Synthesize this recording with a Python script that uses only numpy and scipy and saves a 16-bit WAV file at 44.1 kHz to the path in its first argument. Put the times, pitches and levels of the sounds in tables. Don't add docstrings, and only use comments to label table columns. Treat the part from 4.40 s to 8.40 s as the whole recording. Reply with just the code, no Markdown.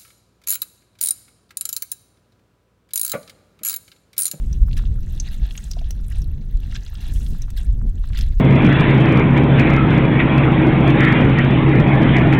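import sys
import numpy as np
from scipy import signal
from scipy.fft import rfft, irfft, next_fast_len
from scipy.io import wavfile
from scipy.ndimage import uniform_filter1d, map_coordinates

SR = 44100
rng = np.random.default_rng(int(sys.argv[2]) if len(sys.argv) > 2 else 0)


def bounce(signal):
    frames = np.transpose(np.atleast_2d(signal))
    limited = np.clip(frames, -1, 1)
    pcm = np.round(limited * 32767).astype(np.int16)
    wavfile.write(sys.argv[1], SR, pcm)


N = 176400

# frequency in Hz, relative gain in dB.
SPRAY = [(3000, -11), (6000, 0.5), (9000, 0.5), (16000, -4.5)]


def squelches():
    # start in seconds, length in seconds, body level in dB, spray in dB.
    folds = [(0.365, 0.02, -40, -47.5), (0.387, 0.0092, -46, -64), (0.866, 0.023, -44.5, -61),
             (0.922, 0.03, -50.5, -54.5), (1.71, 0.016, -46.5, -58), (2.315, 0.021, -49.5, -76),
             (2.346, 0.019, -34.5, -65), (2.604, 0.025, -50, -57), (2.734, 0.016, -60, -48),
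             (3.166, 0.021, -42.5, -46.5), (3.746, 0.021, -40.5, -65), (3.771, 0.02, -35, -43.5),
             (3.794, 0.046, -45.5, -73)]
    # frequency in Hz, relative gain in dB.
    squish_eq = [(500, -3), (1250, -6), (1800, 8), (2150, 3), (2700, 6), (3800, 12.5), (5000, 4.5),
                 (7000, 2.5), (11000, -30)]
    body, spray = np.zeros((2, N))
    for start, length, body_db, spray_db in folds:
        shape = swell(start, length, attack=0.0023, release=0.015)
        body += amp(body_db) * shape
        spray += amp(spray_db) * shape
    large = coloured(bubbles(count=5000, low_hz=1027, high_hz=7800, cycles=29, spread_db=-1.5), squish_eq)
    small = coloured(bubbles(count=6000, low_hz=8400, high_hz=18400, cycles=4.9, spread_db=5.5), SPRAY)
    return body * steadied(large, size=600) + spray * steadied(small, size=600)


def fizz():
    # time in seconds, relative level in dB.
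    flow = [(0, -63), (.25, -64.5), (.38, -56), (.52, -66), (.68, -59), (.78, -54), (1.0, -58),
            (1.18, -54.5), (1.4, -59.5), (1.65, -66.5), (1.79, -53.5), (1.93, -70.5), (2.15, -63.5),
            (2.32, -52.5), (2.57, -57.5), (2.67, -51), (2.85, -54), (3.13, -66.5), (3.2, -49.5),
            (3.36, -72), (3.7, -58), (3.84, -55.5), (4, -62)]
    # start in seconds, length in seconds, level in dB.
    jets = [(0, 0.073, -63), (1.095, 0.15, -57.5), (2.706, 0.18, -54.5)]
    # frequency in Hz, relative gain in dB.
    pulp_eq = [(350, -19.5), (700, -2.5), (950, -8.5), (1450, -7.5), (1780, 3), (2100, -8), (2650, 2.5),
               (3100, 1), (3850, 6), (4900, -6), (6200, -5.5), (13000, -26)]
    crackle_eq = [(900, -2.5), (3300, -4.5), (12000, -3.5)]
    flow_db, = curves(flow)
    body_gain = amp(flow_db - 1 + 4.4 * wobble(45))
    jet_gain = sum(amp(db) * swell(start, length, attack=0.013, release=0.67) for start, length, db in jets)
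    spray_gain = np.hypot(jet_gain, amp(flow_db - 11))
    crackle_gain = amp(-61 + 0.62 * (flow_db - flow_db.mean()))
    body = coloured(bubbles(count=9000, low_hz=590, high_hz=9240, cycles=11.5, spread_db=1), pulp_eq)
    spray = coloured(bubbles(count=12000, low_hz=4380, high_hz=17200, cycles=14, spread_db=3.5), SPRAY)
    crackle = coloured(bubbles(count=750, low_hz=1290, high_hz=15300, cycles=15, spread_db=5), crackle_eq)
    return body_gain * body + spray_gain * spray + crackle_gain * crackle


def wet_accents():
    # start in seconds, gain in dB, pitch in Hz,
    # crack relative to the ring in dB.
    pops = [(0.128, -31, 5930, -9), (0.7993, -16, 6060, -41), (1.176, -24.5, 6600, -19),
            (1.313, -21, 5710, -6.5), (1.507, -26, 5860, 3), (1.818, -34.5, 5780, -4),
            (3.0196, -28, 6030, -6), (3.1035, -43.5, 5840, 14.5)]
    # start in seconds, gain in dB, pitch in Hz.
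    snaps = [(.312, -36.5, 3310), (0.3303, -28.5, 3680), (1.055, -37, 2610), (1.1084, -27, 3290),
             (1.153, -29, 2860), (1.1778, -25.5, 3060), (1.2402, -31, 7060), (1.334, -29.5, 4360),
             (1.682, -36, 9100), (1.701, -36, 10260), (2.2329, -37.5, 3000), (2.325, -31, 1740),
             (2.4635, -31, 3800), (2.553, -30, 4160), (2.864, -31.5, 3410), (3.7321, -31.5, 2900),
             (3.8098, -22, 5320)]
    # start in seconds, gain in dB.
    chirps = [(.453, -34.5), (1.39, -30.5), (1.443, -37)]
    # start in seconds, gain in dB.
    taps = [(0.284, -31), (.395, -27.5), (0.438, -32), (2.532, -35), (2.949, -33), (3.082, -33),
            (3.415, -31), (3.641, -29), (3.704, -34)]
    out = np.zeros(N)
    for start, db, hz, crack_db in pops:
        add(out, start, amp(db) * burst(hz, t60=0.025, attack=0.0007, rough=0.29, crack_db=crack_db))
    for start, db, hz in snaps:
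        add(out, start, amp(db) * burst(hz, t60=0.015, attack=0.00045, rough=0.73, crack_db=-18))
    for start, db in chirps:
        add(out, start, amp(db) * burst(hz=2520, t60=0.015, attack=0.0007, rough=0.29, rise=220))
    for start, db in taps:
        add(out, start, amp(db) * burst(hz=1210, t60=0.0041, attack=0.00012, rough=0.25, crack_db=-47))
    return out


def plops():
    # start in seconds, gain in dB.
    drops = [(1.3675, -29), (1.4145, -33)]
    out = np.zeros(N)
    for start, db in drops:
        add(out, start, amp(db) * burst(hz=673, t60=0.034, attack=0.001, rough=0.26, rise=7.4))
    return out


def bubbles(count, low_hz, high_hz, cycles, spread_db):
    when, pitch, phase = rng.random((3, count, 1))
    size = amp(spread_db * np.clip(rng.standard_normal((count, 1)), -2, 2))
    hz = np.minimum(low_hz * (high_hz / low_hz) ** pitch, SR / 2)
    age = np.arange(SR // 128)
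    turns = hz * age / SR
    envelope = amp(-60 * turns / cycles) * (1 - np.exp(-turns))
    rings = size * np.sqrt(hz) * np.sin(2 * np.pi * (turns + phase)) * envelope
    positions = (when * N).astype(int) + age
    return unit(np.bincount(positions.ravel(), rings.ravel(), N)[:N])


def burst(hz, t60, attack, rough, crack_db=-np.inf, rise=0):
    t = np.arange(SR // 16) / SR
    drift, hiss = rng.standard_normal((2, len(t)))
    drift = uniform_filter1d(drift, int(SR / hz))
    waver = 2 * rough * np.cumsum(drift) * np.sqrt(hz / SR)
    ring = np.sin(2 * np.pi * hz * (t + rise * t * t / 2) + waver) * amp(-60 * t / t60)
    crack = hiss * amp(crack_db - 60 * t / 0.0097)
    return (ring + crack) * (1 - np.exp(-t / attack))


def bowl(x):
    # frequency in Hz, relative level in dB.
    modes = [(698, -13.5), (1740, 0), (3946, -0.5), (6000, -18)]
    ring_t60_s, walls_t60_s, room_t60_s = 0.17, 0.033, 0.46
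    t = np.arange(SR // 3) / SR
    ring = sum(np.sin(2 * np.pi * hz * t) * amp(db - 60 * t / ring_t60_s) for hz, db in modes)
    walls = rng.standard_normal(len(t)) * (t > .001) * amp(-60 * t / walls_t60_s)
    room = rng.standard_normal(len(t)) * (t > .006) * amp(-60 * t / room_t60_s)
    sends = [(ring, -25.5), (walls, -9.5), (room, -20.5)]
    response = sum(amp(db) * tail / np.linalg.norm(tail) for tail, db in sends)
    return x + signal.fftconvolve(x, response)[:N]


def draught():
    # time in seconds, relative level in dB.
    rumble_levels = [(0, -22.5), (.45, -20), (.65, -24.5), (1.0, -27), (1.22, -33), (1.42, -23),
                     (1.65, -26.5), (1.8, -20.5), (2.05, -29), (2.2, -22.5), (2.47, -32.5), (2.8, -21.5),
                     (3.1, -26), (3.45, -19), (3.67, -24), (3.77, -19.5), (4, -17)]
    eddy_levels = [(0, -33), (.45, -32), (1.2, -41.5), (2.15, -37), (2.5, -44), (2.8, -33), (3.2, -40),
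                   (3.42, -30), (3.66, -40.5), (3.8, -36)]
    # frequency in Hz, relative gain in dB.
    rumble_eq = [(8, -13), (22, -0.5), (38, 0.5), (80, -9.5), (120, -20), (900, -118)]
    eddy_eq = [(60, -15), (120, 5.5), (220, -6.5), (320, -17.5), (450, -25.5), (3500, -80)]
    # centre in seconds, peak in dB.
    puffs = [(0.222, -4), (0.473, -12.5), (1.033, -8), (2.158, -10), (2.763, -11.5), (3.191, -15),
             (3.294, -6.5)]
    puff_hz, puff_width_s = 43.4, 0.016
    t = np.arange(N) / SR
    thumps = np.zeros(N)
    for centre, db in puffs:
        shape = np.exp(-((t - centre) / puff_width_s) ** 2)
        thumps += amp(db) * shape * np.cos(2 * np.pi * puff_hz * (t - centre))
    rumble_db, = curves(rumble_levels)
    eddy_db, = curves(eddy_levels)
    rumble = amp(rumble_db + 3) * steadied(noise(rumble_eq), size=4400)
    eddies = amp(eddy_db + 0.5 + 2.8 * wobble(25.2)) * noise(eddy_eq)
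    return thumps + rumble + eddies


def room_tone():
    # frequency in Hz, relative gain in dB.
    room_eq = [(500, 3), (1000, -5), (1800, -6), (5000, -45), (6000, -8.5), (7500, -29), (16000, -15)]
    return amp(-62) * noise(room_eq)


def amp(db):
    return 10 ** (np.asarray(db) / 20)


def unit(x):
    return x / np.sqrt(np.mean(x ** 2) + 1e-20)


def add(track, start, sound):
    i = int(round(start * SR))
    track[i:i + len(sound)] += sound[:N - i]


def swell(start, length, attack, release):
    t = np.arange(N) / SR - start
    return np.clip(t / attack, 0, 1) * amp(-60 * np.maximum(t - length, 0) / release)


def curves(rows):
    times, *columns = np.transpose(rows)
    return [np.interp(np.arange(N) / SR, times, column) for column in columns]


def wobble(rate):
    return map_coordinates(rng.standard_normal(4096), [np.arange(N) * rate / SR], mode="wrap")


def filtered(x, response):
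    size = next_fast_len(N + SR // 2)
    return irfft(rfft(x, size) * response(np.fft.rfftfreq(size, 1 / SR)), size)[:N]


def coloured(x, eq):
    points_hz, db = np.transpose(eq)
    return unit(filtered(x, lambda hz: amp(np.interp(np.log(hz + 1), np.log(points_hz), db))))


def noise(eq):
    return coloured(rng.standard_normal(N), eq)


def steadied(x, size):
    power = uniform_filter1d(uniform_filter1d(x * x, size), size)
    return x / np.sqrt(np.abs(power) + 1e-6)


def scene():
    lemon = bowl(fizz() + squelches() + wet_accents()) + plops()
    return (lemon + draught() + room_tone())[None]


def record(dry):
    top_hz = 15950
    return filtered(dry[0], lambda hz: hz < top_hz)[None]


dry = scene()
out = record(dry)
bounce(out)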